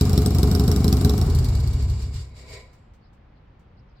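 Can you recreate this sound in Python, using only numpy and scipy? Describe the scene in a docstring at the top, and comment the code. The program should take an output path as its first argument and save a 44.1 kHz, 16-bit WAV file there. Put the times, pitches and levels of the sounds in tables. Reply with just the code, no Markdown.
"""A V-twin motorcycle idles in an open box trailer, heard from the foot of the ramp. Uneven firings
thump, crack in the exhaust and set the trailer booming. After 1.2 s firing stops: the pistons pump
ever slower, valves hiss, the drive swishes. Near 2.5 s the crank rocks back with a last gear whirr.
Then the settling metal ticks; a quiet street and a far bird remain."""
import sys
import numpy as np
from scipy import signal
from scipy.fft import rfft, irfft
from scipy.io import wavfile

SR = 44100
rng = np.random.default_rng(int(sys.argv[2]) if len(sys.argv) > 2 else 0)


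def generate_wav(signal):
    """Clip the signal to [-1, 1] and save it as 16-bit WAV at the path in sys.argv[1]."""
    frames = np.transpose(np.atleast_2d(signal))
    scaled = np.clip(frames, -1, 1) * 32767
    pcm = np.round(scaled).astype(np.int16)
    wavfile.write(sys.argv[1], SR, pcm)


N = 176400
TIME_S = np.arange(N) / SR
FREQS_HZ = np.maximum(np.fft.rfftfreq(N, 1 / SR), 1)

# firings: start_s, thump_db, softness_ms, crack_db
FIRINGS = [(0.0125, 0.2, 0.73, -21), (0.0548, -2.4, 0.87, -30), (0.0964, -2.7, 0.74, -26),
           (0.1326, -2, 0.89, -25.5), (0.1786, -1.5, 0.65, -21), (0.2208, -3.5, 1.05, -29),
           (0.2621, -1.7, 0.69, -21), (0.308, -6, 0.92, -31.5), (0.3497, -1.5, 0.88, -26.5),
           (0.3864, -1, 0.96, -23.5), (0.4324, -0.9, 0.63, -21), (0.4755, -2.5, 1.2, -32.5),
           (0.5156, -1.4, 0.65, -25.5), (0.5516, -2, 0.83, -22.5), (0.5976, -1.7, 0.7, -23.5),
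           (0.6404, -4, 1.1, -32.5), (0.6806, 0.5, 0.66, -23.5), (0.7171, -2.1, 0.89, -23.5),
           (0.7634, -2.8, 0.8, -25), (0.8058, -4.5, 0.82, -35.5), (0.8454, -1.3, 0.61, -23),
           (0.8816, -1.5, 0.87, -23), (0.9284, -0.4, 0.72, -18.5), (0.9711, -4.5, 1.13, -28),
           (1.0132, -4, 0.69, -26.5), (1.0495, 0.5, 0.77, -20.5), (1.097, -4.7, 0.61, -22),
           (1.1386, -3.9, 0.84, -33), (1.1804, -2.7, 0.88, -27.5), (1.2154, -2.5, 0.86, -29)]
# exhaust resonances and trailer standing waves: pitch_hz, width_hz, signed_gain
BOOM_MODES = [(120.1, 37.6, -0.36), (126, 140, 0.132), (63.06, 4.6, 0.76), (81.4, 9.8, 0.23),
              (88.8, 6.1, 0.18), (118.9, 11.64, 0.74), (135.5, 5.2, 0.11), (191.8, 3.6, 0.095),
              (224.59, 9.9, -0.18), (255.8, 6.4, 0.17), (293, 7.0, -0.18), (352.7, 22.96, 0.094),
              (417.76, 5.8, 0.66)]
# thump reflections: delay_ms, signed_gain
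THUMP_ECHOES = [(5.67, 0.26), (12.54, 0.56), (18.41, -0.23), (47.86, -0.35), (63.66, 0.25)]
# turbulent gas: freq_hz, level_db
GAS_SPECTRUM = [(60, -12.5), (130, 5), (260, -1), (420, -4.5), (520, -17.5), (620, -16.5), (740, -7.5),
                (850, -21), (1200, -17), (1700, -31), (3000, -37.5)]
# exhaust crack: freq_hz, level_db
CRACK_SPECTRUM = [(880, -31), (1500, 0.5), (1790, -23.5), (1980, -10.5), (2660, -14), (3250, -8),
                  (3840, -3), (4370, -1.5), (4970, -1), (5440, 0.5), (6180, -7), (6690, -12), (7320, -5.5),
                  (8240, -7), (9650, -12), (11300, -8), (12700, -3.5), (15100, -7.5), (16000, -34.5)]
# tailpipe rim: pitch_hz, width_hz, level_db
RIM_MODES = [(3905, 183, -3.5), (5430, 212, -6), (8140, 300, -2.5)]
# wall reflections: delay_s, level_db
WALL_ECHOES = [(.0078, -11.5), (0.0105, -14.5), (0.018, -25.5)]
# drive swish, surging with each slow turn: time_s, level_db
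SWISH_ENVELOPE = [(0, -42), (1.25, -44.5), (1.55, -46), (1.78, -47.5), (1.825, -44.5), (1.87, -51.5),
                  (1.91, -46), (1.97, -49.5), (2.03, -45), (2.11, -57), (2.155, -45), (2.21, -48),
                  (2.335, -71), (2.37, -52), (2.41, -53.5), (2.46, -58), (2.54, -44), (2.58, -51),
                  (2.68, -69), (2.85, -78), (3.1, -110)]
# drive swish: freq_hz, level_db
SWISH_SPECTRUM = [(530, -39.5), (900, -11), (1020, -1), (1220, -6), (1790, -7.5), (2270, -5), (2540, -9.5),
                  (2790, -3), (3150, -8), (3340, -5), (3640, -2), (4800, -0.5), (5220, -4.5), (5680, -4.5),
                  (5960, -12.5), (7490, 1), (8150, -9.5), (8870, -7), (10100, -26.5), (12900, -16.5),
                  (16000, -35.5)]
# metal casing: pitch_hz, width_hz, level_db
CASING_MODES = [(423, 25, 6.5), (2230, 35, -2.5), (2374, 39, -0.5), (2846, 70, -4), (4370, 71, -6.5),
                (4712, 60, 0.5), (5000, 77, -3.5), (5570, 60, -3.5), (7190, 140, -4.5), (7640, 110, -5)]
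# street rumble: freq_hz, level_db
STREET_SPECTRUM = [(15, -35.5), (25, -6.5), (48, -3.5), (74, -5), (126, -9.5), (278, -20), (344, -23.5),
                   (584, -24.5), (632, -28.5), (722, -24.5), (2500, -38), (4850, -49.5), (7610, -66.5),
                   (9410, -79), (14000, -70)]
# unfired strokes: start_s, puff_db, hiss_db
STROKES = [(1.265, 5, -40), (1.3021, 2.5, -36.5), (1.3517, 6, -32.5), (1.3901, 0, -34.5),
           (1.4476, -4, -33.5), (1.4895, 4, -37.5), (1.5542, -2, -38), (1.6035, 1.5, -40.5),
           (1.6774, -0.3, -40), (1.7359, 1.5, -42), (1.8283, 1.8, -46), (1.9021, -1.3, -44.5),
           (2.0258, -4.5, -49), (2.144, -5.5, -50), (2.3123, -22.5, -85), (2.5059, -19.5, -51.5)]
# puff swinging back in the pipe: delay_ms, gain
REBOUNDS = [(9.19, 0.2), (34.5, 0.66)]
# pipe air column: pitch_hz, width_hz, signed_gain
PIPE_MODES = [(46.25, 7.5, -1.22), (65, 4.2, -1.64), (72, 5.8, -0.92), (76.8, 18, 0.83), (96.04, 6, -1.12),
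              (124.8, 9.3, -0.32), (125.27, 6.5, -0.916), (134.4, 3.5, 1.24)]
# unburnt air: time_s, level_db
AIR_ENVELOPE = [(1.15, -53), (1.28, -26.5), (1.42, -30), (1.6, -33), (1.9, -38), (2.05, -42.5), (2.22, -49),
                (2.33, -57.5), (2.45, -53), (2.51, -54), (2.6, -76.5), (2.8, -90.5)]
# unburnt air: freq_hz, level_db
AIR_SPECTRUM = [(70, -18), (110, -1), (138, 2.5), (175, -6), (240, -5), (340, -14.5), (410, -8),
                (520, -22.5), (740, -21.5), (1200, -26.5), (1800, -34.5), (3000, -51)]
# valve hiss: freq_hz, level_db
VALVE_SPECTRUM = [(500, -25), (2500, -14), (4500, 7), (6500, -4.5), (8000, -1), (10000, -7), (13000, -3),
                  (16000, -11.5)]
# gear whirr: time_s, level_db
WHIRR_ENVELOPE = [(1.5, -56), (2.3, -62), (2.39, -54), (2.46, -53), (2.52, -45.5), (2.57, -43.5),
                  (2.64, -54.5), (2.8, -71.5), (3, -95)]
# gear resonances: pitch_hz, width_hz, level_db
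GEAR_MODES = [(422, 57, 1.5), (494, 78, 2.5), (611, 46, -0.5), (1008, 17.5, 1), (1955, 60, -10.5),
              (2197, 180, -8), (2750, 93, -22), (3940, 230, -19.5), (4750, 170, -20)]
# metal ticks: start_s, level_db
TICKS = [(2.73, -60), (2.935, -65.5), (3.13, -70), (3.593, -70.5)]
# metal ticks: freq_hz, level_db
TICK_SPECTRUM = [(300, -7), (2000, -7), (5000, -2), (8000, -5), (10000, -16), (15000, -14)]
# bird chirps: start_s, length_s, start_hz, end_hz, level_db
CHIRPS = [(3.005, 0.094, 4330, 4800, -68), (3.35, 0.052, 4700, 3900, -72), (3.761, 0.058, 4400, 5000, -68),
          (3.878, 0.061, 5300, 5100, -74.5), (3.948, 0.066, 4700, 3800, -66.5)]
# left-right likeness of the bike's noises: freq_hz, correlation
BIKE_CORRELATION = [(60, 0.81), (250, 0.99), (500, 0.82), (1000, 0.62), (2000, 0.22), (4000, 0.043),
                    (12000, -0.061)]
# left-right likeness of the street: freq_hz, correlation
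STREET_CORRELATION = [(60, 0.99), (250, 0.95), (700, 0), (2000, 0.4), (8000, 0)]
# stereo tilt of the noises: freq_hz, left_minus_right_db
BALANCE = [(250, 0.2), (700, 1), (2400, -.5), (4400, -2), (6000, -2), (8000, 5), (14000, 5.5)]


def from_db(db):
    """Decibels to gain."""
    return 10 ** (np.asarray(db) / 20)


def unit_rms(x):
    """Scale to unit power."""
    return x / np.sqrt(np.mean(x ** 2) + 1e-20)


def over_time(points):
    """Breakpoints to a value per sample."""
    return np.interp(TIME_S, *np.transpose(points))


def over_hz(points):
    """Breakpoints to a value per bin, on a log axis."""
    hz, value = np.transpose(points)
    return np.interp(np.log(FREQS_HZ), np.log(hz), value)


def drift(rate_hz):
    """Smooth random curve, unit RMS."""
    return unit_rms(irfft(rfft(rng.standard_normal(N)) / (1 + (FREQS_HZ / rate_hz) ** 4), N))


def noise(spectrum, correlation=BIKE_CORRELATION):
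    """Coloured stereo noise: narrow bass, wide treble."""
    mid, side = rfft(rng.standard_normal((2, N)))
    alike = np.clip(over_hz(correlation), -1, 1)
    sign = np.array([[1], [-1]])
    pair = np.sqrt(1 + alike) * mid + sign * np.sqrt(1 - alike) * side
    return unit_rms(irfft(pair * from_db(over_hz(spectrum) + sign * over_hz(BALANCE) / 2), N))


def resonate(x, hz, width_hz):
    """One resonance, unit peak gain."""
    r = np.exp(-np.pi * width_hz / SR)
    feedback = [1, -2 * r * np.cos(2 * np.pi * hz / SR), r * r]
    return signal.lfilter(np.array([1, 0, -1]) * (1 - r * r) / 2, feedback, x + 1e-18)


def delayed(x, delay_s):
    """Whole-sample delay."""
    lag = int(delay_s * SR)
    return np.concatenate([np.zeros_like(x[..., :lag]), x[..., :N - lag]], axis=-1)


def pressure_pulses(rows):
    """Gaussian pulses; level sets area, softness sets width."""
    out = np.zeros(N)
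    for start_s, area_db, softness_ms in rows:
        width_s = softness_ms / 1000
        near = slice(max(int((start_s - 5 * width_s) * SR), 0), int((start_s + 5 * width_s) * SR))
        bell = np.exp(-.5 * ((TIME_S[near] - start_s) / width_s) ** 2)
        out[near] += from_db(area_db) * bell / (width_s * np.sqrt(2 * np.pi))
    return out


def bursts(start_s, level_db, rise_s, decay_s):
    """Envelope: fast rise and exponential decay per event."""
    kicks = np.zeros(N)
    kicks[np.clip((start_s * SR).astype(int), 0, N - 1)] = from_db(level_db)
    up, down = np.exp(-1 / (rise_s * SR)), np.exp(-1 / (decay_s * SR))
    return signal.lfilter([1 - up], [1, -up - down, up * down], kicks + 1e-18)


def boom(pulses, modes, echoes, low_cut_hz=46.5):
    """Pulses ring enclosed air and reflect."""
    direct = sum(gain * resonate(pulses, hz, width_hz) for hz, width_hz, gain in modes)
    reflected = sum(gain * delayed(direct, delay_ms / 1000) for delay_ms, gain in echoes)
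    return signal.sosfilt(signal.butter(2, low_cut_hz, "high", fs=SR, output="sos"), direct + reflected)


def metal_ring(x, modes):
    """Metal modes, each two widened resonators in series; unit RMS."""
    return unit_rms(sum(from_db(db) * resonate(resonate(x, hz, 1.6 * width_hz), hz, 1.6 * width_hz)
                        for hz, width_hz, db in modes))


def thumps(gain_db=-39):
    """Each firing rings exhaust and trailer and bounces between the walls."""
    pulses = -pressure_pulses([row[:3] for row in FIRINGS])
    return from_db(gain_db) * boom(pulses, BOOM_MODES, THUMP_ECHOES)


def gas_rush(gain_db=-24):
    """Turbulent gas trails each firing."""
    start_s, thump_db, _, _ = np.transpose(FIRINGS)
    envelope = bursts(start_s, thump_db + gain_db, rise_s=0.00072, decay_s=0.039)
    return envelope * noise(GAS_SPECTRUM)


def cracks(gain_db=4.5, rim_db=7.5, scatter_db=2.5, lead_s=0.0022):
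    """Each firing spits a crack that rings the tailpipe rim by a random amount."""
    start_s, _, _, crack_db = np.transpose(FIRINGS)
    jet = noise(CRACK_SPECTRUM)
    offsets_db = scatter_db * rng.standard_normal((len(FIRINGS), len(RIM_MODES)))

    def spit(level_db):
        return jet * bursts(start_s - lead_s, level_db + gain_db, rise_s=0.0011, decay_s=0.0015)

    rim = sum(resonate(spit(crack_db + mode_db + offset_db), hz, width_hz)
              for (hz, width_hz, mode_db), offset_db in zip(RIM_MODES, offsets_db.T))
    return spit(crack_db) + from_db(rim_db) * rim


def trailer_reverb(x, t60_s=0.23, predelay_s=0.005, tail_db=-12):
    """Direct sound, hard wall reflections, short diffuse tail."""
    time_s = TIME_S[:SR // 2]
    decay = from_db(-60 * time_s / t60_s) * (time_s > predelay_s)
    response = unit_rms(rng.standard_normal((2, len(time_s))) * decay) / np.sqrt(len(time_s))
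    tail = signal.fftconvolve(x, response, axes=-1)[:, :N]
    walls = sum(from_db(db) * delayed(x, delay_s) for delay_s, db in WALL_ECHOES)
    return x + walls + from_db(tail_db) * tail


def drive_swish(tooth_noise, gain_db=-1.5, flutter_db=1.0, casing_db=-4.5):
    """Valve gear and chain swish with the crank and ring the casing."""
    surge = from_db(over_time(SWISH_ENVELOPE) + gain_db + flutter_db * drift(50))
    casing = from_db(casing_db) * metal_ring(tooth_noise, CASING_MODES)
    return surge * (noise(SWISH_SPECTRUM) + casing)


def street(level_db=-50.5, waver_db=0.13):
    """Low, near-steady outdoor rumble."""
    return from_db(level_db + waver_db * drift(11)) * noise(STREET_SPECTRUM, STREET_CORRELATION)


def run_down(gain_db=-48, softness_ms=1.74):
    """Unfired pistons push soft, rebounding puffs and a little air through the pipe."""
    pulses = pressure_pulses([(start_s, puff_db, softness_ms) for start_s, puff_db, _ in STROKES])
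    air = from_db(over_time(AIR_ENVELOPE)) * noise(AIR_SPECTRUM)
    return from_db(gain_db) * boom(pulses, PIPE_MODES, REBOUNDS) + air


def valve_hiss(gain_db=1.5, lead_s=0.0039):
    """A valve opens and hisses just ahead of each puff."""
    start_s, _, hiss_db = np.transpose(STROKES)
    envelope = bursts(start_s - lead_s, hiss_db + gain_db, rise_s=0.0007, decay_s=0.0079)
    return envelope * noise(VALVE_SPECTRUM)


def gear_whirr(tooth_noise):
    """Gears ring, loudest as the crank rocks back."""
    return from_db(over_time(WHIRR_ENVELOPE)) * metal_ring(tooth_noise, GEAR_MODES)


def metal_ticks():
    """The resting bike ticks as its metal settles."""
    start_s, level_db = np.transpose(TICKS)
    return bursts(start_s, level_db, rise_s=0.0017, decay_s=0.019) * noise(TICK_SPECTRUM)


def bird(warble_rms_hz=350):
    """Far chirps: sine glides with a random warble per channel."""
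    warble_hz = warble_rms_hz * np.array([drift(117.8), drift(123.5)])
    out = np.zeros((2, N))
    for start_s, length_s, start_hz, end_hz, level_db in CHIRPS:
        progress = np.clip((TIME_S - start_s) / length_s, 0, 1)
        pitch_hz = start_hz + (end_hz - start_hz) * progress + warble_hz
        phase = 2 * np.pi * np.cumsum(pitch_hz, axis=1) / SR
        out += from_db(level_db) * np.sin(np.pi * progress) * np.sin(phase)
    return out


def scene():
    """Bike in its trailer, street, bird."""
    exhaust = (thumps() + run_down()) * from_db([[.15], [-.15]]) + gas_rush()   # boom slightly left
    transients = trailer_reverb(cracks() + valve_hiss() + metal_ticks())
    tooth_noise = noise([(150, -21.5), (350, -11), (6000, 1), (9000, -4.5)])   # freq_hz, level_db
    return exhaust + transients + drive_swish(tooth_noise) + gear_whirr(tooth_noise) + street() + bird()


def record(dry, cutoff_hz=16300):
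    """Steep low-pass."""
    return signal.sosfilt(signal.ellip(10, .1, 80, cutoff_hz, fs=SR, output="sos"), dry)


dry = scene()
out = record(dry)
generate_wav(out)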